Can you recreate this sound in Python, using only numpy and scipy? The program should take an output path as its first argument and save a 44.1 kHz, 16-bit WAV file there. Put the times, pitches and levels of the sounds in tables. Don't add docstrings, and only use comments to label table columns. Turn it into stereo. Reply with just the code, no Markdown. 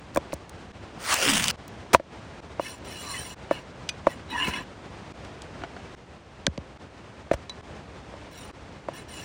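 import sys
import numpy as np
from scipy import signal
from scipy.fft import rfft, irfft
from scipy.io import wavfile
from scipy.ndimage import uniform_filter1d, minimum_filter1d

SR = 44100
rng = np.random.default_rng(int(sys.argv[2]) if len(sys.argv) > 2 else 0)


def generate_wav(signal):
    frames = np.transpose(np.atleast_2d(signal))
    scaled = np.clip(frames, -1, 1) * 32767
    pcm = np.round(scaled).astype(np.int16)
    wavfile.write(sys.argv[1], SR, pcm)


N = 407484
TIME = np.arange(N) / SR
BINS = np.fft.rfftfreq(N, 1 / SR)
RING = np.arange(SR // 6) / SR

# [start t/s, relative level of the stream/dB]
PASSAGES = [(0, 5.5), (0.719, 7), (1.56, 7), (2.405, 7), (3.347, 7), (5.124, 7), (5.951, 2.5), (6.776, 5),
            (7.613, 6), (8.515, 6)]
# [f/Hz, relative level per Hz/dB]
STREAM_SPECTRUM = [(25, -21), (65, 3.5), (206, -2), (840, -9), (2690, -18), (6000, -28), (9300, -36),
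                   (11000, -56.5)]
# [f/Hz, signed correlation]
STREAM_LIKENESS = [(60, 0.84), (260, 1), (640, -0.39), (1400, 0.35), (6800, 0.045), (12000, -1.12)]
# [f/Hz, left minus right level/dB]
STREAM_BALANCE = [(180, 2.5), (550, 6.5), (1650, 4), (5000, -0.5)]

# [t/s, peak level/dB, centre f/Hz]
TICKS = [(0.147, -22.5, 10500), (0.3233, -28.5, 2250), (0.337, -19.5, 10400), (0.494, -28, 11500),
         (1.679, -24.5, 11500), (5.248, -37, 3970), (5.4188, -30.5, 4970)]
TICK_S = 0.0034
# [t/s, knock level/dB, hardness f/Hz, smack level/dB, smack f/Hz,
# thud level/dB, lag of the weight/s]
LANDINGS = [(0.1601, -13.5, 600, -18, 11000, -32, 0.0076), (0.1726, -7.5, 332, -13, 9700, -29, 0.0051),
            (0.3297, -17, 660, -22, 9000, -29.5, 0.0081), (6.4665, -16.5, 554, -5, 3280, -17.5, 0.0123),
            (6.5766, -23.5, 400, -28, 2760, -25, 0.0056)]
LANDING_REBOUND, LANDING_PLACE_DB = 0.72, 0
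# [t/s, level/dB, f/Hz, t60/s]
POPS = [(0.161, -21, 1640, .018), (0.1707, -22, 2380, 0.015), (0.1712, -11.5, 980, 0.023),
        (0.1725, -22.5, 3470, .012), (6.4684, -13.5, 1610, 0.017)]
# [f/Hz, relative level/dB, t60/s]
SLAB_MODES = [(154, -17, 0.06), (332, -4.5, 0.028), (553.5, 2, 0.029), (675, 1.5, 0.038), (968, 1.5, 0.028),
              (1107, 8, 0.0075), (1404, 11, 0.0032), (1810, -10.5, 0.028), (2110, -4, 0.0097),
              (2710, -19, 0.014)]
REBOUND_S, GRIT, GRIT_S, CONTACT_S = 0.0034, 0.39, 0.0081, 0.0004
WEIGHT_HZ, WEIGHT_LAG_S = 252, 0.00847
THUD_CYCLES, THUD_SAG_S = 0.31, 0.0076
ROCK_HZ, ROCK_DB, ROCK_S = 73.4, -11, 0.011

# [hardest t/s, relative level/dB, rise/(dB/s), fall/(dB/s),
# boom level of the skin/dB, boom f/Hz]
TUGS = [(1.123, -26, 198.5, 240, -27.5, 1110), (1.238, -27.5, 124, 198, -32.5, 516),
        (1.295, -26.5, 235, 60.5, -27, 260), (1.505, -32, 169.5, 407, -48, 900)]
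PEEL_START_S, PEEL_END_S, LET_GO_S = 0.98, 1.51, .002
# [f/Hz, relative level/dB]
PEEL_COLOUR = [(100, -39), (400, 0.5), (800, 7), (1900, 8.5), (2900, 5.5), (4000, 8), (6000, 6),
               (9000, 8.5), (12000, 2.5), (16000, 4)]
# [t/s, f/Hz]
HOLLOW = [(1.115, 2950), (1.155, 2600), (1.33, 3040), (1.5, 2830)]
HOLLOW_WIDTH_HZ, HOLLOW_DB = 930, -13.5
GAP_RATIO, GAP_WIDTH_HZ, GAP_DB = 1.42, 480, -6.5
SKIN_SAG, SKIN_GLIDE_S, SKIN_WIDTH = 0.35, 0.079, 0.42
# [t/s, peak level/dB, centre f/Hz]
SNAPS = [(1.1417, 0, 8200), (1.279, -6.5, 1900), (1.286, -10, 1700), (1.358, -11.5, 2200),
         (1.4414, -6, 6100), (1.4822, -3, 5700), (1.488, -15.5, 1880), (1.502, -7.5, 6140)]

# [t/s, crunch level/dB, length/s, crunch f/Hz, thud level/dB, thud f/Hz]
CRUSHES = [(1.9319, -7, 0.023, 3080, -13, 346), (4.473, -21.5, 0.031, 3450, -19.5, 285),
           (7.332, -22.5, 0.015, 2330, -24.5, 121)]
# [t/s, peak level/dB, hardness f/Hz, rebound as a share of the blow,
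# level that the place of the blow gives the middle modes/dB]
CHOPS = [(1.9465, 10.5, 2540, .02, 6.5), (1.997, -15, 890, 0.51, -15), (2.5953, -10.5, 1060, 0.29, 1.5),
         (3.5099, -6, 880, 0.45, -3.5), (4.0684, -1.5, 950, 0.57, 3.5), (7.313, -5.5, 920, 0.04, -19),
         (7.3371, -16.5, 2600, 0.13, -4), (7.494, -34.5, 3500, .1, 12), (8.1374, -29, 800, 0.49, 1),
         (8.8848, -15.5, 1400, 0.26, 1.5)]

# [start t/s, hardest t/s, end t/s, body level/dB, treble level/dB]
STROKES = [(2.602, 2.65, 2.79, -42.5, -39), (2.841, 3.116, 3.48, -45.5, -37.5),
           (3.506, 3.517, 3.63, -41, -47.5), (4.071, 4.107, 4.17, -47, -46.5),
           (4.296, 4.472, 4.53, -32.5, -41), (4.495, 4.558, 4.64, -32, -43),
           (8.307, 8.414, 8.52, -53.5, -47), (8.933, 8.975, 9.04, -45.5, -45),
           (9.08, 9.187, 9.32, -48.5, -42)]
STROKE_RISE_DB, STROKE_FALL_DB, STROKE_CURVE = 9, 19.5, 1.85
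# [f/Hz, width/Hz, relative level/dB]
PRESSED_BANDS = [(273, 56, -2.5), (1013, 62, 0), (1734, 260, -1), (2110, 740, -2.5), (2610, 210, -3.5),
                 (2884, 144, -3.5), (3370, 150, -13.5), (4050, 225, -9.5), (5586, 440, -7), (7280, 740, -5),
                 (9020, 1000, -2.5), (9950, 530, -10.5), (14600, 1570, -5)]
SWEEPS_PER_S, SWEEP_WIDTHS, PARTIAL_HZ = 5.5, 1.26, 90
BAND_DB, HISS_DB = 1, -6
# [loudest t/s, swell/s, level/dB, f/Hz, glide/(Hz/s)]
SQUEALS = [(2.939, 0.028, -45.5, 2960, -2500), (3.115, 0.034, -41, 1120, -900),
           (3.11, 0.035, -43, 4140, 2500), (3.14, .025, -45, 9470, 0), (3.159, .02, -41, 1990, -4000),
           (3.18, 0.019, -42, 3000, 3500), (3.205, .016, -41, 8770, -19000),
           (3.55, .025, -46.5, 2870, -2200), (3.555, .028, -57, 4290, -1500),
           (4.115, .012, -43, 1930, -1000), (4.317, .01, -38, 3890, 0), (4.351, 0.012, -29.5, 965, 2400),
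           (4.385, 0.024, -32, 1773, -3200), (4.41, .024, -35, 1036, 2), (4.422, 0.015, -25.5, 2844, 4000),
           (4.435, .018, -39, 303, 600), (4.454, 0.016, -33, 2640, -4000), (8.4, 0.021, -53, 3750, -2500),
           (9.186, .035, -48.5, 2810, -3000)]

# [t/s, ring peak level/dB, most excited f/Hz, spread/octaves, scratch level/dB]
CLINKS = [(3.89, -20.5, 4000, 1.3, -12), (7.495, -28.5, 3950, 0.0092, -26.5)]
# [f/Hz, relative level/dB, t60/s]
BLADE_MODES = [(1480, 2, 0.024), (2470, -4, 0.087), (3500, 3, 0.03), (3950, -29, 0.069), (4690, -9, 0.061),
               (6050, -7, 0.079), (8440, -11, .04)]
# [t/s, peak level/dB]
CUBES = [(5.6195, -27.5), (5.6365, -20), (5.645, -28.5), (5.765, -28)]
# [f/Hz, relative level/dB, t60/s]
PLATE_MODES = [(370, -5.5, 0.053), (688, -3, 0.058), (1465, 1, 0.021)]

# [f/Hz, left phase lead/rad, left minus right level/dB]
PORTS = [(200, 0, 2), (580, .35, 2.5), (1000, .25, -.5), (1900, -.1, -.3), (3200, -.5, -.5),
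         (4700, -1.3, 3), (6500, -1.6, 1), (8000, -2, .5), (9000, -1.7, .3), (11500, -3, 0),
         (15000, -3.8, 0)]
HOLD_S, EDGE_HZ = .11, 16300


def amp(db):
    return 10 ** (np.asarray(db) / 20)


def evened(x):
    return x / np.sqrt(np.mean(x ** 2) + 1e-20)


def peaked(x, db):
    return amp(db) * x / (abs(x).max() + 1e-12)


def read(points, hz, axis=1):
    table = np.array(points, float)
    return np.interp(np.log(hz + 1), np.log(table[:, 0] + 1), table[:, axis])


def add(mix, s, sound):
    part = mix[max(round(s * SR), 0):][:len(sound)]
    part += sound[:len(part)]


def passed(x, hz, kind, order=2):
    hz = np.clip(hz, 10, .48 * SR)
    return signal.sosfilt(signal.butter(order, hz, kind, fs=SR, output="sos"), x)


def wander(count, rate_hz):
    settle = SR // 2
    return evened(passed(rng.standard_normal(count + settle), rate_hz, "low")[settle:])


def resonate(x, hz, width):
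    turn = np.exp(2j * np.pi * np.cumsum(hz) / SR)
    r = np.exp(-np.pi * abs(width) / SR)
    return (turn * signal.lfilter([(1 - r) ** 2], [1, -2 * r, r * r], x / turn)).real


def grains(count, per_s, spread_db):
    size = amp(spread_db * np.minimum(rng.exponential(1, count), 4))
    sign = rng.choice([-1, 1], count)
    return evened(size * sign * (rng.random(count) < per_s / SR))


def stream(level_db=-48.5, swell_db=1.37):
    one, other = rfft(rng.standard_normal((2, N)))
    same = np.clip(read(STREAM_LIKENESS, BINS), -.95, .99)
    side_db = read(STREAM_BALANCE, BINS) / 2
    left = one * amp(side_db)
    right = (same * one + np.sqrt(1 - same ** 2) * other) * amp(-side_db)
    colour = amp(read(STREAM_SPECTRUM, BINS)) / np.sqrt(1 + same)
    rush = evened(irfft(np.array([left, right]) * colour, N))
    start, passage_db = np.transpose(PASSAGES)
    now_db = passage_db[np.searchsorted(start[1:], TIME)]
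    return rush * amp(level_db + now_db + swell_db * wander(N, 7))


def crackle(shape, db, hz, band=1.92, body_db=-18, body_low_hz=220, body_hz=2500):
    burst = rng.standard_normal(len(shape)) * shape
    body = passed(burst, [body_low_hz, body_hz], "band")
    return peaked(passed(burst, [hz / band, hz * band], "band") + amp(body_db) * body, db)


def smack(db, length, hz):
    u = RING / length
    return crackle(np.sqrt(u) * np.exp(-2 * u), db, hz)


def knock(db, hard_hz, rebound, place_db, middle_hz=1000, middle_span=0.24):
    ring = GRIT * rng.standard_normal(len(RING)) * np.exp(-RING / GRIT_S)
    for k, (hz, level, t60) in enumerate(SLAB_MODES):
        middle = np.exp(-(np.log(hz / middle_hz) / middle_span) ** 2)
        decay = amp(level + place_db * middle - 60 * RING / t60)
        ring = ring + (-1) ** k * decay * np.sin(2 * np.pi * hz * RING)
    blow = passed(ring * (1 - np.exp(-RING / CONTACT_S)), hard_hz, "low", order=1)
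    add(blow, REBOUND_S, rebound * passed(blow, hard_hz, "low", order=1))
    return peaked(blow, db)


def thud(db, hz):
    turns = np.cumsum(hz / (1 + RING / THUD_SAG_S)) / SR
    push = np.sin(2 * np.pi * turns) * turns * np.exp(-turns / THUD_CYCLES)
    rock = np.sin(2 * np.pi * ROCK_HZ * RING) * RING * np.exp(-RING / ROCK_S)
    return peaked(passed(push, 70, "high"), db) + peaked(rock, db + ROCK_DB)


def landings(smack_s=0.002):
    out = np.zeros(N)
    for s, db, hard_hz, smack_db, smack_hz, thud_db, lag in LANDINGS:
        add(out, s, smack(smack_db, smack_s, smack_hz))
        add(out, s, knock(db, hard_hz, LANDING_REBOUND, LANDING_PLACE_DB))
        add(out, s + lag, thud(thud_db, WEIGHT_HZ))
    for s, db, hz, t60 in POPS:
        decay = amp(db - 60 * RING / t60)
        add(out, s, decay * np.sin(2 * np.pi * hz * RING) * (1 - np.exp(-RING / CONTACT_S)))
    for s, db, hz in TICKS:
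        add(out, s, smack(db, TICK_S, hz))
    return out


def peel(level_db=8.5, fibres_per_s=7000, size_spread_db=3.0, patchy_db=2.2, snap_s=0.001,
         grip_s=0.022, rip_db=3.0, rip_hz=100):
    t = np.arange(PEEL_START_S, PEEL_END_S + 10 * LET_GO_S, 1 / SR)
    tear_power = boom = 0
    for s, db, rise, fall, boom_db, boom_hz in TUGS:
        effort_db = np.minimum(rise * (t - s), fall * (s - t))
        tear_power = tear_power + amp(db + effort_db) ** 2
        skin_hz = boom_hz * (1 - SKIN_SAG * np.tanh((t - s) / SKIN_GLIDE_S))
        skin = evened(resonate(rng.standard_normal(len(t)), skin_hz, SKIN_WIDTH * boom_hz))
        boom = boom + amp(boom_db + effort_db) * skin
    rips_db = rip_db * np.linspace(0, 1, len(t)) * wander(len(t), rip_hz)
    fibres = grains(len(t), fibres_per_s, size_spread_db) * amp(rips_db)
    hz, frame_s, spectra = signal.stft(fibres, SR, nperseg=256)
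    frame_s = t[0] + frame_s
    hollow_hz = np.interp(t, *np.transpose(HOLLOW))
    gap_hz = GAP_RATIO * np.interp(frame_s, t, hollow_hz)
    gap = (frame_s > HOLLOW[1][0]) * np.exp(-((hz[:, None] - gap_hz) / GAP_WIDTH_HZ) ** 2)
    patches = uniform_filter1d(rng.standard_normal(spectra.shape), size=4, axis=0)
    patches = evened(uniform_filter1d(patches, size=12, axis=1))
    colour_db = read(PEEL_COLOUR, hz)[:, None] + GAP_DB * gap + patchy_db * patches
    tear = evened(signal.istft(spectra * amp(colour_db))[1][:len(t)])
    hollow = evened(resonate(fibres, hollow_hz, HOLLOW_WIDTH_HZ))
    tear = evened(tear + amp(HOLLOW_DB) * (t > HOLLOW[0][0]) * hollow)
    gripped = np.minimum((t - PEEL_START_S) / grip_s, 1)
    gripped = gripped * np.exp(-np.maximum(t - PEEL_END_S, 0) / LET_GO_S)
    out = np.zeros(N)
    add(out, PEEL_START_S, gripped * (amp(level_db) * tear * np.sqrt(tear_power) + boom))
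    for s, db, snap_hz in SNAPS:
        add(out, s, smack(db, snap_s, snap_hz))
    return out


def chops():
    out = np.zeros(N)
    for s, db, hard_hz, rebound, place_db in CHOPS:
        add(out, s, knock(db, hard_hz, rebound, place_db))
    for s, db, length, hz, thud_db, thud_hz in CRUSHES:
        shape = np.exp(-(RING / length) ** 4)
        add(out, s, crackle(shape, db, hz, band=5.0, body_db=7.0, body_hz=2130))
        add(out, s + WEIGHT_LAG_S, thud(thud_db, thud_hz))
    return out


def partial(rub, hz, width, direction):
    rate = SWEEPS_PER_S * np.exp(.5 * wander(len(rub), SWEEPS_PER_S))
    sweep = (rng.random() + np.cumsum(rate) / SR) % 1
    partial_hz = hz + direction * SWEEP_WIDTHS * width * (sweep - .5)
    return evened(np.sin(np.pi * sweep) ** 2 * resonate(rub, partial_hz, PARTIAL_HZ))


def scrapes(chatter_db=1.0, chatter_hz=70, split_hz=3800, turn_db=3.0):
    out = np.zeros(N)
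    for start, hardest, end, body_db, treble_db in STROKES:
        stop = min([end] + [s for s, _ in PASSAGES if s > start])
        t = np.arange(start, stop, 1 / SR)
        ease = np.interp(t, [start, hardest, end], [1, 0, 1]) ** STROKE_CURVE
        ease_db = ease * np.where(t < hardest, STROKE_RISE_DB, STROKE_FALL_DB)
        pressure = amp(chatter_db * wander(len(t), chatter_hz) - ease_db)
        rub = grains(len(t), 9000, 4.0)
        steel = 0
        for hz, width, db in PRESSED_BANDS:
            band = partial(rub, hz, width, 0.94) + partial(rub, hz, width, -0.994)
            band = band + amp(BAND_DB) * evened(resonate(rub, np.full(len(t), hz), 2 * width))
            steel = steel + amp(db) * evened(band * amp(turn_db * wander(len(t), 20.6)))
        hiss = evened(passed(rub, [900, 8000], "band", order=1))
        sound = evened(steel) + amp(HISS_DB) * hiss
        body = evened(passed(sound, split_hz, "low", order=4))
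        treble = evened(passed(sound, split_hz, "high", order=4))
        scrape = (amp(body_db) * body + amp(treble_db) * treble) * pressure
        add(out, start, scrape * signal.windows.tukey(len(t), .04))
    return out


def squeals(jitter_hz=30, rough_db=4.0, rough_rate_hz=130):
    out = np.zeros(N)
    for s, swell, db, hz, glide in SQUEALS:
        t = np.arange(-4 * swell, 4 * swell, 1 / SR)
        pitch_hz = hz + glide * t + jitter_hz * wander(len(t), rough_rate_hz)
        turns = np.cumsum(pitch_hz) / SR
        tone = evened(np.sin(2 * np.pi * turns) * amp(rough_db * wander(len(t), rough_rate_hz)))
        add(out, s + t[0], amp(db) * tone / np.cosh(t / swell) * signal.windows.tukey(len(t), .5))
    return out


def clinks(scratch_s=0.0053, scratch_hz=3600):
    out = np.zeros(N)
    for s, db, centre, spread, scratch_db in CLINKS:
        ring = 0
        for hz, level, t60 in BLADE_MODES:
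            mode = amp(level - 60 * RING / t60) * np.sin(2 * np.pi * (hz * RING + rng.random()))
            ring = ring + mode / (1 + (np.log2(hz / centre) / spread) ** 2)
        add(out, s, peaked(ring * (1 - np.exp(-RING / 0.00089)), db))
        add(out, s, smack(scratch_db, scratch_s, scratch_hz))
    return out


def cubes(soft_hz=2200, squash_s=0.0035):
    out = np.zeros(N)
    for s, db in CUBES:
        ring = 0
        for hz, level, t60 in PLATE_MODES:
            phase = 2 * np.pi * (hz * RING + rng.random())
            ring = ring + amp(level - 60 * RING / t60) * np.sin(phase)
        squash = 2 * rng.standard_normal(len(RING)) * np.exp(-RING / squash_s)
        add(out, s, peaked(passed(ring + squash, soft_hz, "low"), db))
    return out


def near(x, scatter_db=-16, scatter_t60=0.012):
    turn = amp(read(PORTS, BINS, axis=2) / 2) * np.exp(.5j * read(PORTS, BINS))
    direct = irfft(rfft(x) * np.array([turn, 1 / turn]), N)
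    taps = rng.standard_normal((2, len(RING))) * amp(-60 * RING / scatter_t60)
    taps = passed(taps / np.linalg.norm(taps[0]), 3600, "high", order=1)
    return direct + amp(scatter_db) * signal.oaconvolve(x[None], taps, axes=1)[:, :N]


def scene():
    work = landings() + peel() + chops() + scrapes() + squeals() + clinks() + cubes()
    return stream() + near(work)


def record(dry, threshold_db=-8, recover_db_per_s=130, cut_db=-17, fade_s=0.017):
    keep = np.exp(-1 / (.006 * SR))
    power = signal.lfilter([1 - keep], [1, -keep], (dry ** 2).mean(0))
    excess_db = np.maximum(10 * np.log10(power + 1e-12) - threshold_db, 0)
    half = int(HOLD_S * SR / 2)
    held_db = -minimum_filter1d(-excess_db, 2 * half + 1, origin=half)
    fall = recover_db_per_s * TIME
    gain_db = fall - np.maximum.accumulate(held_db + fall)
    ducked = np.clip(dry * amp(gain_db), -1, 1)
    fade_db = 0
    for s, _ in PASSAGES[1:]:
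        fade_db = fade_db + cut_db * (TIME >= s) * np.exp(-((TIME - s) / fade_s) ** 2)
    faded = ducked * uniform_filter1d(amp(fade_db), size=64)
    band_limit = signal.firwin(511, EDGE_HZ, window=("kaiser", 9), fs=SR)
    return signal.oaconvolve(faded, band_limit[None], "same")


dry = scene()
out = record(dry)
generate_wav(out)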